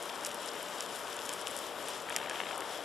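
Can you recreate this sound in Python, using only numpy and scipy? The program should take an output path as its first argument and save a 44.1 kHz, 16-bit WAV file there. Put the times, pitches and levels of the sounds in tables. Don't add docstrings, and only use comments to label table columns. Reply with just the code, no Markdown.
import sys
import numpy as np
from scipy import signal
from scipy.io import wavfile
from scipy.ndimage import uniform_filter1d, map_coordinates

SR = 44100
rng = np.random.default_rng(int(sys.argv[2]) if len(sys.argv) > 2 else 0)


def to_linear_factor(level_db):
    exponent = np.asarray(level_db, float) / 20
    return 10 ** exponent


def transcribe(signal):
    frames = np.atleast_2d(signal).T
    limited = np.clip(frames, -1, 1)
    pcm = np.round(limited * 32767).astype(np.int16)
    wavfile.write(sys.argv[1], SR, pcm)


N = 125244

# pitch_hz, level_db (per Hz)
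JET_SPECTRUM = [(30, -32), (330, -5.5), (560, -1.5), (1150, -3), (1800, -13.5), (2800, -8), (4300, -18),
                (12000, -22.5)]
# time_s, flow_db
GAS_FLOW = [(0, 0.5), (.15, 1), (.27, 2), (.4, 1), (.65, 1.5), (.85, 2), (1.05, 1), (1.27, 1.5), (1.4, 2),
            (1.58, -0.5), (1.75, -3), (1.9, 4.5), (2.02, -1), (2.1, 2), (2.25, -1.5), (2.55, 0.5),
            (2.62, 0), (2.84, -1.5)]
# time_s, level_db
ROAR_SWELL = [(0, 0.5), (2.0, 0.5), (2.15, 0.2), (2.35, 1.2), (2.45, 0), (2.55, 3), (2.68, 1.4),
              (2.84, 0.3)]
# start_s, level_db
PUFFS = [(2.0882, -41), (2.103, -39), (2.109, -40), (2.1249, -41), (2.142, -44), (2.156, -40),
         (2.1707, -38.5), (2.1871, -39), (2.2018, -40.5), (2.2153, -41), (2.2304, -41), (2.244, -43),
         (2.2604, -40.5), (2.2728, -39.5), (2.2847, -43.5), (2.2977, -41), (2.3113, -39), (2.3217, -43),
         (2.3336, -40.5), (2.3448, -42), (2.358, -39), (2.3713, -41.5), (2.3872, -42), (2.403, -35),
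         (2.4144, -39), (2.4363, -39), (2.4566, -43), (2.4682, -37.5), (2.4901, -41), (2.5117, -38),
         (2.53, -41), (2.5626, -48), (2.5837, -52), (2.607, -45), (2.6212, -42)]
# pitch_hz, width_hz, level_db
MOUTH_RESONANCES = [(760, 520, 7.5), (1690, 670, 3), (2330, 760, 3), (2900, 280, -4.5)]
# start_s, peak_db, pitch_hz, width_hz
SNAPS = [(0.0264, -31.8, 9160, 4800), (0.0349, -30.3, 8560, 5000), (0.0571, -30.9, 8460, 4900),
         (0.099, -29.5, 6600, 4300), (0.2358, -30.6, 7690, 4500), (0.2492, -18.4, 6590, 4000),
         (0.2607, -22.1, 7760, 5200), (0.2649, -26.2, 9670, 4000), (0.2686, -29.5, 6820, 5200),
         (0.3146, -32.3, 5470, 3400), (0.3173, -29.2, 8020, 6600), (0.3455, -25.1, 9370, 5000),
         (0.4198, -34.8, 10630, 3100), (0.4603, -29.3, 9050, 4700), (0.4764, -29.4, 7900, 7500),
         (0.6293, -27.0, 9630, 4300), (0.7009, -35.6, 8410, 3800), (0.7464, -34.0, 8510, 4900),
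         (0.8071, -17.6, 6480, 3900), (0.8231, -32.1, 8500, 5600), (0.8624, -28.0, 7430, 4100),
         (0.9601, -28.2, 8910, 4300), (1.0148, -35.6, 7530, 5600), (1.0712, -32.7, 7880, 5100),
         (1.1284, -33.6, 6760, 4800), (1.1669, -27.3, 8140, 4100), (1.1911, -31.5, 6200, 5100),
         (1.2191, -32.7, 5540, 3700), (1.2553, -26.4, 7120, 3900), (1.2627, -25.9, 7570, 4000),
         (1.2927, -18.1, 7310, 4000), (1.3368, -22.0, 8270, 3100), (1.4136, -26.1, 7940, 4900),
         (1.4715, -20.7, 6820, 4300), (1.4799, -26.1, 8550, 5000), (1.5124, -28.9, 8610, 3600),
         (1.5661, -22.2, 8570, 3600), (1.5763, -27.5, 7870, 3100), (1.5898, -24.2, 8950, 3500),
         (1.6667, -29.3, 7640, 3800), (1.8571, -31.5, 6630, 4800), (1.8851, -24.7, 8990, 3500),
         (2.0032, -33.0, 6070, 4100), (2.0969, -24.6, 9190, 4600), (2.1637, -10.4, 6500, 9500),
         (2.2976, -21.7, 7330, 4200), (2.5798, -26.9, 9400, 3800), (2.6063, -24.9, 8340, 4600),
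         (2.6952, -33.6, 6490, 4100)]
# start_s, peak_db, pitch_hz
POPS = [(.0957, -26, 2600), (.099, -31, 2900), (.2608, -29, 2630), (.3146, -29, 2740), (.4766, -34, 2830),
        (.8073, -25, 3400), (.8245, -35, 3500), (.8633, -36, 3290), (1.0735, -33, 2700),
        (1.1902, -30, 3200), (1.1913, -28, 3200), (1.2192, -32, 3400), (1.2932, -28, 2770),
        (1.4267, -34, 3420), (1.4717, -21.5, 2960), (1.8571, -34, 3100), (1.8854, -31, 2840),
        (2.1636, -19, 2300), (2.2974, -30, 3000), (2.4029, -28, 2300), (2.8064, -34, 2940)]
# start_s, peak_db, pitch_hz
TICKS = [
    (.3225, -62, 8550),
    (.447, -43, 3130),
    (.487, -32, 5150),
    (1.204, -45, 1000),
    (1.328, -30, 8550),
    (1.4825, -31, 9800),
    (1.505, -36, 9600),
    (1.541, -35, 1000),
    (1.557, -40, 990),
    (2.182, -35, 7500),
]
# start_s, peak_db, pitch_hz, width_hz
SPRAYS = [
    (.024, -35.5, 8000, 9000),
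    (.2642, -26, 6860, 10000),
    (.483, -33, 5470, 5000),
    (.8228, -36, 6000, 9000),
    (1.257, -38, 8000, 9000),
    (1.8865, -37, 8500, 9000),
    (2.1645, -29.5, 9000, 7000),
]
# pitch_hz, level_db (rms), drift_share (of the pitch)
MOTOR_LINES = [
    (469.6, -61, .003),
    (586.9, -54.5, .0004),
    (939.6, -57.5, .003),
]
# start_s, end_s
MONO_STRETCHES = [(.021, 0.058), (.215, 0.35), (.625, 0.7), (.772, 0.84), (1.138, 1.17), (1.279, 1.386),
                  (1.88, 1.912), (2.068, 2.12), (2.157, 2.23), (2.294, 2.33)]
# start_s, top_hz
TREBLE_REACH = [(0, 13600), (.055, 14200), (.14, 13400), (.195, 14100), (.232, 12400), (.252, 14300),
                (.3, 13700), (.43, 12500), (.5, 13600), (.58, 14100), (.68, 13300), (.79, 12500),
                (.81, 14100), (.865, 12900), (.93, 13400), (1.04, 13000), (1.08, 13500), (1.2, 14300),
                (1.285, 12500), (1.32, 13900), (1.38, 13300), (1.46, 12400), (1.5, 13500), (1.57, 14000),
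                (1.68, 13400), (1.875, 14200), (1.935, 13400), (2.09, 12300), (2.169, 14200), (2.18, 13100),
                (2.24, 12700), (2.31, 13200), (2.5, 12500), (2.56, 13700), (2.64, 12700), (2.69, 13200)]

LEFT_OVER_RIGHT_DB = 6.5


def level(x, db):
    return x * to_linear_factor(db) / np.sqrt(np.mean(x ** 2))


def curve(rows):
    return np.interp(np.arange(N) / SR, *np.array(rows).T)


def band(x, hz, width):
    hz = np.clip(hz, 15, .45 * SR)
    return signal.lfilter(*signal.iirpeak(hz, hz / min(width, .3 * SR), fs=SR), x)


def walk(rate):
    hold = int(SR / rate)
    steps = np.repeat(rng.standard_normal(N // hold + 1), hold)
    return 1.49 * uniform_filter1d(uniform_filter1d(steps, hold), hold)[:N]


def pan(db):
    return np.array([[to_linear_factor(db)], [1]]) * 2 / (1 + to_linear_factor(db))


def jet():
    roar_hz, bright_from_hz = 720, 2640
    swell_db, flicker_db, own_flicker_db = -1, 1.6, 0.78
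    unlike_db, unlike_bright_db = -19.5, 10
    swell, flow, flicker = walk(0.21), curve(GAS_FLOW), walk(24.64)
    roar = 1.37 * curve(ROAR_SWELL)
    table_hz, table_db = np.array(JET_SPECTRUM).T
    out = 0
    for hz in 30 * 2 ** np.arange(0, 8.9, 1 / 3):
        bright = hz ** 2 / (hz ** 2 + bright_from_hz ** 2)
        db = np.interp(np.log(hz), np.log(table_hz), table_db) + 10 * np.log10(hz)
        db = db + swell_db * swell + own_flicker_db * walk(11.61)
        db = db + np.exp(-np.log2(hz / roar_hz) ** 2) * roar
        db = db + bright * (flow + flicker_db * flicker)
        noise = rng.standard_normal((2, N))
        noise = band(band(noise, hz, hz / 3), hz, hz / 2) / np.sqrt(hz)
        shared = pan(LEFT_OVER_RIGHT_DB) * noise[0]
        unlike = to_linear_factor(unlike_db + unlike_bright_db * bright) * noise[1] * np.array([[1], [-1]])
        out = out + to_linear_factor(db) * (shared + unlike)
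    return level(out, -41)


def sputter():
    puff_s, rise_s, mouth_top_hz = .0023, .001, 3600
    when, puff_db = np.array(PUFFS).T
    clicks = np.zeros(N)
    clicks[((when - rise_s) * SR).astype(int)] = to_linear_factor(puff_db)
    t = np.arange(800) / SR
    puff = t / puff_s * np.exp(1 - 2 * t / puff_s)
    gush = signal.fftconvolve(clicks, puff)[:N] * rng.standard_normal(N) + 3.5 * clicks
    gush = signal.sosfilt(signal.butter(6, mouth_top_hz, fs=SR, output="sos"), gush)
    rung = sum(to_linear_factor(db) * band(gush, hz, width) for hz, width, db in MOUTH_RESONANCES)
    return pan(LEFT_OVER_RIGHT_DB) * 4.16 * rung


def ringing(rows, q):
    return np.c_[rows, np.array(rows)[:, 2] / q]


def bursts(rows, tail_s, tail_db, lag_s):
    size = 512
    out, t = np.zeros(N + 1024), np.arange(size) / SR
    spray = rng.standard_normal((len(rows), size))
    for (start_s, db, hz, width), noise in zip(rows, spray):
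        push = to_linear_factor(tail_db) * noise * np.exp(-t / tail_s)
        push[0] = -1
        grain = band(band(push, hz, width), hz, 2 * width)
        i = int(max(start_s + lag_s, 0) * SR)
        out[i:i + size] += grain * to_linear_factor(db) / abs(grain).max()
    return pan(LEFT_OVER_RIGHT_DB) * signal.lfilter(*signal.butter(2, 14000, fs=SR), out[:N])


def snaps():
    return to_linear_factor(1.5) * bursts(SNAPS, tail_s=.0018, tail_db=-22, lag_s=-.00015)


def pops():
    return to_linear_factor(-1.5) * bursts(ringing(POPS, 2.5), tail_s=.0015, tail_db=-24, lag_s=-.0003)


def ticks():
    return bursts(ringing(TICKS, 3.6), tail_s=0.0016, tail_db=-9, lag_s=.0008)


def sprays():
    return bursts(SPRAYS, tail_s=0.0063, tail_db=0, lag_s=0)


def fizz():
    per_s, base_db, spread_db, top_db, centre_hz = 270, -47, 4, -35, 6820
    when, size, pitch = rng.random((int(per_s * N / SR), 3)).T
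    flow = curve(GAS_FLOW)[(when * N).astype(int)]
    peak_db = np.minimum(base_db + 2.0 * flow - spread_db * np.log(size), top_db)
    hz = centre_hz * 2 ** (1.8 * (pitch - .45))
    grains = np.c_[when * N / SR, peak_db, hz]
    return bursts(ringing(grains, 1.07), tail_s=0.00066, tail_db=-7, lag_s=0)


def motor():
    wobble_db = 2
    hum = np.zeros(N)
    for hz, db, drift in MOTOR_LINES:
        loudness = to_linear_factor(db + wobble_db * walk(9.4))
        phase = 2 * np.pi * hz * np.cumsum(1 + drift * walk(20)) / SR
        hum += loudness * np.sin(phase)
    return pan(LEFT_OVER_RIGHT_DB) * np.sqrt(2) * hum


def wind():
    gust_db = 4 * walk(6.1)
    return level(to_linear_factor(gust_db) * band(rng.standard_normal((2, N)), 32, 40), -83)


def scene():
    mix = snaps() + pops() + wind()
    mix = mix + jet() + ticks() + sprays() + fizz()
    return mix + sputter() + motor()


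def housing_echo(dry):
    delay_s, gain = .000478, .27
    places = np.meshgrid([0, 1], np.arange(N) - delay_s * SR, indexing="ij")
    late = map_coordinates(dry, places, mode="nearest")
    late = signal.sosfilt(signal.butter(2, 1500, "high", fs=SR, output="sos"), late)
    return dry - gain * late


def patchy_treble(x):
    mono_from_hz, mono_step_hz = 4000, 700
    patch_from_hz, patch_hz, top_hz = 12400, 172, 14400
    luck_hz, gap_below, patch_db = 150, -.3, 3
    mid_side = np.array([x[0] + x[1], x[0] - x[1]]) / 2
    hz, t, z = signal.stft(mid_side, SR, nperseg=512, noverlap=384)
    at = np.minimum(t * SR, N - 1).astype(int)
    mono = np.any([(t > a) & (t < b) for a, b in MONO_STRETCHES], axis=0)
    for lo in np.arange(mono_from_hz, top_hz, mono_step_hz):
        rows = (hz >= lo) & (hz < lo + mono_step_hz)
        z[1, rows] *= ~mono | (walk(16)[at] > 1.1)
    when, reach_top_hz = np.array(TREBLE_REACH).T
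    reach_hz = reach_top_hz[np.searchsorted(when, t, "right") - 1]
    for lo in np.arange(patch_from_hz, top_hz, patch_hz):
        rows = (hz >= lo) & (hz < lo + patch_hz)
        chance = walk(16)[at]
        keep = (lo + patch_hz < reach_hz + luck_hz * chance) & (chance > gap_below)
        z[:, rows] *= to_linear_factor(patch_db) * uniform_filter1d(1. * keep, size=3)
    z[:, hz >= top_hz] = 0
    mid, side = signal.istft(z, SR, nperseg=512, noverlap=384)[1][:, :N]
    return np.array([mid + side, mid - side])


def roll_off(x):
    return signal.sosfilt(signal.butter(12, 15080, fs=SR, output="sos"), x)


def record(dry):
    heard = housing_echo(dry)
    heard = signal.sosfilt(signal.butter(4, 12600, fs=SR, output="sos"), heard)
    mix = patchy_treble(heard)
    return roll_off(mix)


dry = scene()
out = record(dry)
transcribe(out)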